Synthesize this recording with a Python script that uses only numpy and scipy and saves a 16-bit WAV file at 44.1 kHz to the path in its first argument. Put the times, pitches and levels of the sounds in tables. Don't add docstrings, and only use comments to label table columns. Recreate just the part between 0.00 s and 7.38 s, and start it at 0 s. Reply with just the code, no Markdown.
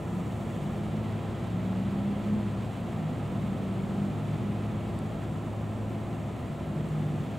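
import sys
import numpy as np
from scipy import signal
from scipy.fft import rfft, irfft, next_fast_len
from scipy.io import wavfile
from scipy.ndimage import uniform_filter1d

SR = 44100
rng = np.random.default_rng(int(sys.argv[2]) if len(sys.argv) > 2 else 0)


def store_wav(level_fs):
    pcm = np.round(np.clip(np.atleast_2d(level_fs), -1, 1) * 32767)
    wavfile.write(sys.argv[1], SR, pcm.T.astype(np.int16))


N = 325502


def from_db(db):
    return 10 ** (np.asarray(db) / 20)


def in_time(rows):
    s, *columns = np.transpose(rows)
    return [np.interp(np.arange(N) / SR, s, c) for c in columns]


def at_hz(points, hz):
    known_hz, values = np.transpose(points)
    return np.interp(np.log(hz + 1), np.log(known_hz + 1), values)


def drift(rate):
    hz = np.arange(N // 2 + 1) * SR / N
    slow = irfft(rfft(rng.standard_normal(N)) / (1 + (hz / rate) ** 2), N)
    return slow / slow.std()


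def stereo(mid, side):
    return np.array([mid + side, mid - side])


def tone(hz, side_db):
    phase = 2 * np.pi * (np.cumsum(hz) / SR + rng.random())
    mid = np.sin(phase)
    side = from_db(side_db) * np.cos(phase)
    return np.sqrt(2) * stereo(mid, side)


def noise(spectrum):
    # (frequency [Hz], side minus mid [dB])
    width = [(25, -6), (80, -24), (130, -37), (200, -15.5), (300, -11.5), (550, -11), (750, -11.9),
             (1000, -9.5), (2000, -10), (3200, -11.5), (4300, -21), (6500, -68), (8200, -11), (9800, 0.5),
             (14000, -0.5)]
    size = next_fast_len(N)
    hz = np.arange(size // 2 + 1) * SR / size
    white = rfft(rng.standard_normal((2, size)))
    mid, side = white * from_db(at_hz(spectrum, hz)) * np.sqrt(SR / 2)
    side = side * from_db(at_hz(width, hz))
    return irfft(stereo(mid, side), size)[:, :N]


def air(flicker_db, treble_hz, pan_db):
    # (frequency [Hz], density [dB per Hz])
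    air_spectrum = [(150, -83.5), (330, -68), (480, -70), (660, -70.5), (830, -73.5), (930, -78),
                    (1020, -76), (1150, -79.5), (1320, -78), (1440, -85), (1900, -85), (3300, -90.0),
                    (4300, -97), (5200, -103.9), (8000, -135)]
    # (time [s], level [dB])
    body_curve = [(0, 0.1), (2.4, -1.2), (5, 0.13), (7.3, -1.5)]
    # (time [s], level [dB])
    treble_curve = [(0, -2), (0.6, .5), (1.8, 1.1), (3.9, 0), (4.5, .5), (5.7, -2.5), (7.3, 0)]
    body_db, = in_time(body_curve)
    treble_db, = in_time(treble_curve)
    rush = noise(air_spectrum)
    body = signal.sosfilt(signal.butter(1, treble_hz, fs=SR, output="sos"), rush)
    treble = rush - body
    heard = body * from_db(body_db) + treble * from_db(treble_db + flicker_db)
    return heard * from_db(pan_db * np.array([[.5], [-.5]]))


def hum(wander, flutter_db, level_db):
    # (frequency [Hz], level [dB rms], side minus mid [dB])
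    steady_tones = [(61.7, -57, -23), (71.0, -53, -25), (100.0, -55, -23), (106.6, -39, -18),
                    (142.1, -51, -23), (250.3, -57, -7), (284.2, -56, -16), (342.3, -51.3, -27),
                    (509.5, -64, -8), (608.7, -68, 1), (623.2, -61.5, -9), (674.8, -56.5, -12),
                    (745.5, -64, -21), (796.6, -66, -15), (994.1, -65, -9), (1217.5, -69, -4),
                    (1339.2, -70.5, -21), (2397.5, -77.5, -18), (3530.9, -79.5, -21), (7246, -88, -25),
                    (13404, -92, -10)]
    out = np.zeros((2, N))
    speed, strength = drift(1.4), drift(1.0)
    shifts = rng.integers(0, N, len(steady_tones))
    for (hz, tone_db, side_db), shift in zip(steady_tones, shifts):
        gain = from_db(level_db + tone_db + flutter_db * np.roll(strength, shift))
        wavering_hz = hz * (1 + wander * np.roll(speed, shift))
        out += gain * tone(wavering_hz, side_db)
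    return out * from_db([[.4], [-.4]])


def engine_levels():
    # (time [s], level [dB rms])
    third_curve = [(0.0, -52.5), (0.4, -54.5), (0.6, -39.5), (1.03, -38.5), (1.3, -57.0), (1.55, -34.5),
                   (2.12, -31.5), (2.21, -41.0), (2.32, -27.0), (2.5, -40.0), (2.9, -46.0), (3.12, -35.0),
                   (3.65, -49.5), (4.15, -38.0), (5.3, -47.5), (6.3, -56.5), (7.03, -32.5), (7.38, -40.5)]
    # (time [s], level [dB rms])
    fourth_curve = [(0.0, -56.5), (0.17, -34.5), (0.3, -44.0), (0.98, -35.5), (1.4, -48.0), (2.1, -44.5),
                    (2.7, -59.0), (3.04, -35.5), (3.17, -51.5), (3.33, -35.5), (3.7, -38.5), (4.07, -32.0),
                    (4.2, -44.5), (4.42, -36.0), (5.4, -51.0), (6.0, -43.0), (6.6, -54.0), (7.38, -45.5)]
    third_db, = in_time(third_curve)
    fourth_db, = in_time(fourth_curve)
    engine_db = np.maximum(third_db, fourth_db)
    return third_db, fourth_db, engine_db - engine_db.mean()


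def motorbike(third_db, fourth_db, swing_db, throb_db, weak_flutter_db, side_db):
    # (time [s], firing rate [firings per s])
    speed_curve = [(0, 42), (0.5, 47.7), (1.42, 57.5), (1.8, 63.8), (2.36, 70), (2.6, 65), (3.02, 52.7),
                   (3.33, 48.3), (3.68, 47.3), (4.1, 50.2), (5.5, 53.8), (6.3, 51.7), (6.9, 51),
                   (7.38, 48.8)]
    # (frequency [Hz], level [dB rms])
    room_response = [(100, -63), (130, -48.5), (200, -52.5), (250, -50), (290, -53), (325, -55.5),
                     (355, -54), (400, -60), (500, -66.5)]
    weak_orders = (2, 5, 6, 7, 8)
    weak_share = .42
    steady_hz_per_s = 5.8
    firing_hz, = in_time(speed_curve)
    change_hz_per_s = np.gradient(firing_hz) * SR
    steadiness = 1 / (1 + (change_hz_per_s / steady_hz_per_s) ** 2)
    cruising = uniform_filter1d(steadiness, size=SR // 5)
    orders = [(3, third_db + throb_db * cruising * drift(5)), (4, fourth_db)]
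    for k in weak_orders:
        resonance_db = at_hz(room_response, k * firing_hz)
        orders.append((k, resonance_db + weak_share * swing_db + weak_flutter_db * drift(3.9)))
    drone = sum(from_db(db) * tone(k * firing_hz, side_db) for k, db in orders)
    return drone * from_db([[.5], [.9]])


def rumble(swing_db):
    # (frequency [Hz], density [dB per Hz])
    rumble_spectrum = [(22, -94), (42, -64.5), (56, -73), (78, -59.5), (90, -64.5), (122, -56.5),
                       (138, -59.5), (152, -55), (170, -57.5), (205, -56.5), (250, -61.5), (295, -73),
                       (420, -80.5), (1000, -135)]
    rumble_share = .07
    return noise(rumble_spectrum) * from_db(rumble_share * swing_db) * from_db([[-.4], [-1.4]])


def ticks(level_db, contact_hz):
    # (time [s], level [dB])
    tick_list = [(0.1505, -52), (4.9892, -45.5), (6.8877, -54)]
    # (frequency [Hz], relative level [dB], 60 dB decay time [s])
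    shell_modes = [(3740, -15, .014), (4700, -10, .014), (8000, -3, .009), (9300, -10, 0.0093),
                   (10400, -6, .005), (12200, -13, .004)]
    clicks, out = np.full(N, 1e-18), np.zeros(N)
    for s, peak_db in tick_list:
        clicks[round(s * SR)] = from_db(peak_db + level_db)
    for hz, mode_db, t60 in shell_modes:
        radius = np.exp(-np.log(1000) / (t60 * SR))
        angle = 2 * np.pi * hz / SR
        resonator = [1, -2 * radius * np.cos(angle), radius * radius]
        out += from_db(mode_db) * signal.lfilter([0, np.sin(angle)], resonator, clicks)
    return signal.sosfilt(signal.butter(4, contact_hz, fs=SR, output="sos"), out)


def hiss(flicker_db):
    # (frequency [Hz], density [dB per Hz])
    hiss_spectrum = [(4500, -125), (5600, -103.2), (6300, -102.6), (7300, -99.1), (8100, -100.3),
                     (9200, -105.0), (11000, -109.1), (15000, -110.8)]
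    # (time [s], level [dB])
    hiss_curve = [(0, 1), (0.5, 2.1), (1.2, 0), (4.4, 0.2), (5.8, -0.8), (7.3, 0.2)]
    hiss_db, = in_time(hiss_curve)
    return noise(hiss_spectrum) * from_db(hiss_db + flicker_db)


def scene():
    third_db, fourth_db, swing_db = engine_levels()
    flicker_db = 0.5 * drift(24.0)
    fans = air(flicker_db, treble_hz=1500, pan_db=-1.0)
    tones = hum(wander=0.00075, flutter_db=1.73, level_db=0.0)
    engine = motorbike(third_db, fourth_db, swing_db, throb_db=2.5, weak_flutter_db=2.0, side_db=-22)
    plastic = ticks(level_db=4.5, contact_hz=12500)
    return fans + tones + engine + rumble(swing_db) + plastic + hiss(flicker_db)


def record(dry):
    cutoff_hz = 15720
    return signal.sosfilt(signal.ellip(12, .1, 80, cutoff_hz, fs=SR, output="sos"), dry)


dry = scene()
out = record(dry)
store_wav(out)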